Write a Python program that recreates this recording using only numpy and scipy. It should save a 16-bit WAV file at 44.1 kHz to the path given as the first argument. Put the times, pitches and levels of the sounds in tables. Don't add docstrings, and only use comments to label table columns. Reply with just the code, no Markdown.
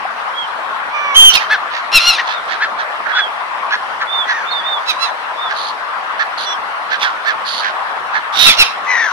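import sys
import numpy as np
from scipy import signal
from scipy.fft import rfft, irfft
from scipy.io import wavfile
from scipy.ndimage import uniform_filter1d

SR = 44100
rng = np.random.default_rng(int(sys.argv[2]) if len(sys.argv) > 2 else 0)


def transcribe(signal):
    frames = np.atleast_2d(signal).T
    limited = np.clip(frames, -1, 1)
    pcm = np.round(limited * 32767).astype(np.int16)
    wavfile.write(sys.argv[1], SR, pcm)


N = 402191


def amp(db):
    return 10 ** (np.asarray(db) / 20)


def evened(x):
    return x / np.sqrt(np.mean(x ** 2) + 1e-20)


def read(points, hz):
    f, value = np.transpose(points)
    return np.interp(np.log(hz + 1), np.log(f + 1), value)


def coloured(x, points):
    gain = amp(read(points, np.fft.rfftfreq(x.shape[-1], 1 / SR)))
    return irfft(rfft(x) * gain, x.shape[-1])


def wander(count, hz):
    f = np.fft.rfftfreq(SR, 1 / SR)
    slow = rfft(rng.standard_normal(SR)) / (1 + (f / hz) ** 4)
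    return evened(irfft(slow, SR))[:count]


def add(mix, s, sound, side_db, lag_ms):
    gains = evened(amp(np.array([side_db, -side_db]) / 2))
    for channel, gain, delay in zip(mix, gains, (lag_ms / 1000, 0)):
        first = max(round(s * SR) + round(delay * SR), 0)
        part = channel[first:][:len(sound)]
        part += gain * sound[:len(part)]


def screams(bright_db=2.5, scoop=.09, droop_oct_per_s=3.8):
    # time of full voice in seconds, attack, hold and release in seconds,
    # pitch in Hz, sag in Hz per second, level in dB, roughness 0-1, half-lines between the harmonics
    # in dB, left-right difference in dB, lag of the left microphone in ms.
    syllables = [(1.169, .026, .122, 0.037, 3192, 860, 1.5, 0.08, -27, -7, 0.12),
                 (1.352, 0.043, 0.011, 0.02, 2832, 6130, -4, 0.89, -3, -11.5, 0.23),
                 (1.371, .008, 0.0087, 0.024, 2596, 7950, -10.5, 0.08, -20, -4, .13),
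                 (1.959, 0.043, 0.017, 0.031, 2750, 3660, 0, 0.23, -4, 2.5, .01),
                 (2.008, 0.019, 0.1, 0.017, 2764, 100, -14, 0.52, 2, -2, .01),
                 (2.079, .035, 0.019, 0.047, 2868, 2530, -5, 0, -3.5, 5, .01),
                 (2.129, .02, 0.014, 0.089, 2790, 6950, -15, 0.27, 1, 0, .01),
                 (4.898, .04, .008, 0.032, 2610, 3100, -10, .3, 2.5, -10.5, .13),
                 (5.03, 0.054, 0.011, 0.067, 2716, 200, -14, 0.18, 5, -14, 0.11),
                 (6.47, .035, 0.059, 0.044, 2314, 690, -22, 0.08, 23, -14, .22),
                 (7.026, .04, 0.0128, 0.052, 2370, 2480, -14.5, 0.88, 1, -9, 0.26),
                 (8.412, 0.09, .07, 0.08, 3776, 297, -4, 0.57, -5.5, -13.5, 0.23),
                 (8.475, 0.042, 0.023, 0.058, 2674, 7510, -1, 0.46, -1, -2, 0.12),
                 (8.605, 0.038, 0.022, 0.016, 2736, 9130, 0.5, 0.38, -3.5, -6.5, .13),
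                 (8.646, 0.016, 0.015, 0.082, 3070, 10000, -20.5, 0.47, -12, -1.3, 0.094)]
    out = np.zeros((2, N))
    for s, attack, hold, release, hz, sag, db, rough, half_db, side_db, lag_ms in syllables:
        voice = cry(attack, hold, release, hz, sag, db, rough, half_db, bright_db,
                    scoop, droop_oct_per_s)
        add(out, s - attack, voice, side_db, lag_ms)
    return out


def wails(hiss_db=-12, attack=.065, release=.23, scoop=.31, droop_oct_per_s=3.5):
    # time of full voice in seconds, hold in seconds, pitch in Hz, sag in Hz per second,
    # level in dB, roughness 0-1, half-lines in dB, overtone strength in dB, left-right difference in dB,
    # lag of the left microphone in ms.
    wail_rows = [(.95, 0.2, 2378, 653, -18.5, 0.11, 12.5, -30, -7, .18),
                 (4.292, 0.088, 1944, 1870, -21.5, 0.34, -10, -17.5, 0, 0.049),
                 (8.9, .14, 2035, 1735, -13.5, 0.48, -3, -19, 6, -0.038)]
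    # frequency in Hz, relative level in dB.
    bill_hiss = [(3000, -45), (5000, -18), (5800, -6), (6400, -7), (7200, -47)]
    out = np.zeros((2, N))
    for s, hold, hz, sag, db, rough, half_db, bright_db, side_db, lag_ms in wail_rows:
        voice = cry(attack, hold, release, hz, sag, db, rough, half_db, bright_db,
                    scoop, droop_oct_per_s)
        hiss = evened(coloured(rng.standard_normal(SR), bill_hiss))[:len(voice)]
        loudness = uniform_filter1d(abs(voice), size=200)
        add(out, s - attack, voice + hiss * amp(hiss_db) * rough * loudness, side_db, lag_ms)
    return out


def cry(attack, hold, release, hz, sag, db, rough, half_db, bright_db, scoop, droop_oct_per_s,
        fade_db=25, slack_rough=.3, waver=.0065, waver_hz=28):
    t = np.arange(-attack, hold + release, 1 / SR)
    early = np.maximum(-t, 0) / attack
    late = np.maximum(t - hold, 0)
    slack = early + late / release
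    bend = 1 - scoop * early ** 2 + waver * wander(len(t), waver_hz)
    pitch = (hz - sag * t) * bend * 2 ** (-droop_oct_per_s * late)
    voice = syrinx(pitch, rough + slack_rough * slack, half_db, bright_db)
    return voice * amp(db - fade_db * slack ** 1.05) * signal.windows.tukey(len(t), .05)


def syrinx(hz, rough, half_db, bright_db, hiss_db=-3, jitter_hz=115, smear=0.72, quarter_lines=.33):
    # frequency in Hz, relative level in dB.
    throat = [(300, -54), (800, -24.5), (1400, -5), (1900, -8.5), (2600, -3), (3400, 1), (4200, -2),
              (5000, -10), (5800, -8), (7400, -33), (10000, -24.5), (15000, -35)]
    count, rough = len(hz), np.clip(rough, 0, 1)
    shake = jitter_hz * rough * (wander(count, 445) + 0.638 * wander(count, 102.6))
    turns = np.cumsum(hz + shake) / SR
    tone = np.cos(2 * np.pi * turns) + smear * rough * wander(count, 450) * np.sin(2 * np.pi * turns)
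    for k in (1, 3, 4, 5, 6, 7, 8):
        db = read(throat, hz * k / 2) + half_db * (k % 2) + bright_db * (k > 2)
        tone = tone + amp(db) * (hz * k < SR) * np.cos(np.pi * k * turns)
    quarter = quarter_lines * amp(np.minimum(half_db, 0))
    tone = tone * (1 + quarter * np.cos(np.pi * turns / 2))
    hiss = evened(coloured(rng.standard_normal(SR), throat))[:count]
    hiss = hiss * (1 + .5 * np.cos(np.pi * turns))
    voice = (tone + amp(hiss_db + bright_db) * rough * hiss) * rattle(count, rough)
    return voice / np.sqrt(uniform_filter1d(voice ** 2, size=900) + 1e-9)


def rattle(count, rough, rate_hz=105, depth=0.46, uneven=0.34):
    rate = rate_hz * (1 + uneven * wander(count, 76))
    beat = np.sin(2 * np.pi * np.cumsum(rate) / SR)
    return np.exp(rough * depth * (beat + .5 * wander(count, 220)))


def yaps(arch=0.3, half_db=2, edge_db=21, level_db=-1, top_hz=5000, end_rough=.6, rough_per_db=.05):
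    # middle in seconds, nominal length in seconds, top pitch in Hz, relative level in dB,
    # overtone strength in dB, left-right difference in dB, lag of the left microphone in ms.
    yap_rows = [(1.419, 0.052, 1844, -16, -9, -10, 0.27), (1.529, 0.07, 1748, -6, -14.5, 2, 0.025),
                (1.76, 0.11, 1802, -19.5, -6.5, -8, 0.15), (2.198, 0.043, 1933, -11, -12, 2, 0),
                (2.304, 0.11, 1773, -18, -3, -10.5, 0.22), (2.524, 0.099, 1730, -16.5, -9, -14, 0.27),
                (2.633, 0.064, 1747, -9.5, -16, 1, 0.058), (2.806, 0.065, 1690, -16, -14.5, -8, .28),
                (3.07, 0.04, 1612, -14, -29, -11, .16), (3.109, 0.068, 1630, -14.5, -20.5, -13, 0.22),
                (3.169, 0.064, 1535, -11.5, -14, 0, .09), (3.194, 0.055, 1688, -9.5, -16.5, -1, 0.057),
                (3.735, 0.063, 1729, -10.5, -12, -2, 0.14), (4.022, 0.044, 1690, -15.5, -14, 2, 0.11),
                (4.308, 0.06, 1733, -11.5, -14, -4.5, 0.17), (5.517, 0.052, 1648, -16, -14, -8, 0.19),
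                (6.212, 0.053, 1763, -10, -16, -9, 0.21), (6.935, 0.069, 1746, -11.5, -12, -9, 0.2),
                (7.061, 0.1, 1600, -12.5, -17, -9, 0.24), (7.288, 0.079, 1747, -9.5, -14.5, -10, 0.21),
                (7.662, 0.12, 1688, -14.5, -11.5, -10, 0.4), (8.163, 0.07, 1733, -11.5, -18, -11.5, 0.26)]
    out = np.zeros((2, N))
    for s, length, hz, db, bright_db, side_db, lag_ms in yap_rows:
        u = np.linspace(-1, 1, int(length * SR * 1.2))
        rough = end_rough * u ** 2 - rough_per_db * db
        voice = syrinx(hz * (1 - arch * u ** 2), rough, half_db, bright_db)
        swell = amp(db + level_db - edge_db * abs(u) ** 1.96) * signal.windows.tukey(len(u), .15)
        add(out, s - len(u) / SR / 2, voice * swell, side_db, lag_ms)
    return signal.lfilter(*signal.butter(1, top_hz, fs=SR), out)


def whistles(top=.42, sag=0.38, overtone_db=-38, side_db=-13.5, lag_ms=0.24):
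    # start in seconds, end in seconds, top pitch in Hz, level in dB.
    whistle_rows = [(0.326, 0.476, 3320, -23.5), (1.18, 1.29, 3504, -19.5), (2.314, 2.403, 3700, -27.5),
                    (3.108, 3.294, 3445, -18.5), (4.061, 4.27, 3596, -18), (4.449, 4.64, 3650, -18.5),
                    (4.503, 4.539, 4320, -20.5), (4.507, 4.653, 4820, -41), (4.62, 4.806, 3630, -17.5),
                    (5.362, 5.514, 3613, -23)]
    out = np.zeros((2, N))
    for start, end, hz, db in whistle_rows:
        u = np.linspace(0, 1, int((end - start) * SR))
        pitch = hz * (1 - sag * (u - top) ** 2 + 0.0015 * wander(len(u), 80))
        turns = np.cumsum(pitch) / SR
        tone = np.sin(2 * np.pi * turns) + amp(overtone_db) * np.sin(4 * np.pi * turns)
        swell = abs(np.sin(np.pi * u)) ** 1.37 * amp(db + 2.4 * wander(len(u), 37))
        add(out, start, np.sqrt(2) * tone * swell, side_db, lag_ms)
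    return out


def rasps(tone_share=1.0, jitter=0.043, side_db=-14, lag_ms=0.22):
    # start in seconds, end in seconds, pitch in Hz, level in dB.
    rasp_rows = [(5.534, 5.731, 4280, -26), (6.368, 6.466, 4230, -23.5), (7.437, 7.644, 4430, -21.5)]
    # frequency in Hz, relative level in dB.
    rasp_colour = [(1500, -41), (2800, -8), (3500, -1.5), (4500, -0.5), (5400, -15.5), (6500, -15.5),
                   (7800, -37), (10500, -18.5), (13000, -48)]
    out = np.zeros((2, N))
    for start, end, hz, db in rasp_rows:
        count = int((end - start) * SR)
        pitch = hz * (1 + jitter * wander(count, 490))
        tone = np.sin(2 * np.pi * np.cumsum(pitch) / SR)
        hiss = evened(coloured(rng.standard_normal(SR), rasp_colour))[:count]
        voice = evened((hiss + tone_share * tone) * rattle(count, rough=0.66))
        add(out, start, amp(db) * voice * signal.windows.tukey(count, .45), side_db, lag_ms)
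    return out


def far_flock(count=16, level_db=-32, pitch_hz=1600):
    out = np.zeros((2, N))
    for when, length, pitch, side in rng.uniform(-1, 1, (count, 4)):
        u = np.linspace(-1, 1, int(SR * .1 * 2 ** length))
        hz = pitch_hz * (1 + .2 * pitch) * (1 - .15 * u ** 2)
        voice = syrinx(hz, rough=.6, half_db=0, bright_db=-22)
        swell = np.cos(np.pi * u / 2) * amp(level_db)
        add(out, (when + 1) / 2 * N / SR, voice * swell, 6 * side, -.15 * side)
    return out


def echoes(x, t60=0.35, wet_db=-14):
    t = np.arange(SR // 3) / SR
    taps = rng.standard_normal((2, len(t))) * (rng.random((2, len(t))) < 1500 / SR)
    taps = taps * (t > .002) * amp(-60 * t / t60)
    taps /= np.linalg.norm(taps, axis=1, keepdims=True)
    return amp(wet_db) * signal.oaconvolve(x, taps, axes=1)[:, :N]


def wash(patchy_db=2.02, flicker_db=0.34, level_db=-21):
    # frequency in Hz, relative level in dB.
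    wash_colour = [(15, -75), (25, -40), (178, -31), (221, -23.5), (330, -23.5), (739, -5), (1080, 1),
                   (2410, -17), (2760, -19.5), (3330, -22), (4600, -29), (5860, -34.5), (6350, -40.5),
                   (10600, -42.5), (15400, -63.5)]
    # frequency in Hz, left-right difference in dB.
    wash_side = [(60, 3), (110, 7.5), (200, 8), (380, 2.5), (700, 4.5), (1290, 3.5), (2380, 4.5), (4390, 0),
                 (8110, -6), (15000, -9)]
    # frequency in Hz, left-right likeness from -1 to 1.
    wash_same = [(60, 0.25), (600, 0.61), (1100, 0.43), (1600, -0.33), (3000, -0.25), (6000, 0.081)]
    frames, hz = N // 256 + 5, np.fft.rfftfreq(1024, 1 / SR)
    a, b, c, d, patches = rng.standard_normal((5, frames, len(hz)))
    patches = uniform_filter1d(patches, size=9, axis=0)
    patches = evened(uniform_filter1d(patches, size=10, axis=1))
    flicker = evened(uniform_filter1d(rng.standard_normal((frames, 1)), size=4, axis=0))
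    same = np.clip(read(wash_same, hz), -1, 1)
    side = amp(read(wash_side, hz) / 2)
    left = a + 1j * b
    right = same * left + np.sqrt(1 - same ** 2) * (c + 1j * d)
    z = np.array([left * side, right / side])
    z *= amp(read(wash_colour, hz) + patchy_db * patches + flicker_db * flicker)
    z /= np.sqrt(side ** 2 + side ** -2 + 2 * same)
    water = signal.istft(z.swapaxes(1, 2), nperseg=1024, noverlap=768)[1][:, :N]
    return evened(water) * amp(level_db)


def bubble(hz, cycles=5, rise=0.074):
    age = np.arange(int(8 * cycles / hz * SR)) / SR * hz / cycles
    ring = np.sin(2 * np.pi * cycles * age * (1 + rise * age / 2))
    return ring * np.exp(-age) * (1 - np.exp(-4 * age))


def bubbles(per_s=8, level_db=-36, size_db=4, count=24):
    # start in seconds, pitch in Hz, peak level in dB before the left-right balance.
    gulp_rows = [(.051, 716, -13)]
    out = np.zeros((2, N))
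    for k, hz in enumerate(np.geomspace(600, 1900, count)):
        sizes = amp(size_db * np.minimum(rng.exponential(1, N), 4))
        births = (rng.random(N) < per_s / SR) * sizes
        out[k % 2] += signal.oaconvolve(births, bubble(hz))[:N]
    out = amp(level_db) * evened(out + 0.1 * out[::-1])
    for s, hz, db in gulp_rows:
        add(out, s, amp(db) * bubble(hz) / bubble(hz).max(), 2, 0)
    return out


def scene():
    birds = screams() + wails() + yaps() + whistles() + rasps() + far_flock()
    return birds + echoes(birds) + wash() + bubbles()


def record(dry, edge_hz=15600):
    fine = signal.resample_poly(dry, 2, 1, axis=1)
    clipped = signal.resample_poly(np.clip(fine, -1, 1), 1, 2, axis=1)
    lowpass = signal.firwin(511, edge_hz, window=("kaiser", 9), fs=SR)
    return signal.oaconvolve(clipped, lowpass[None], "same")


dry = scene()
out = record(dry)
transcribe(out)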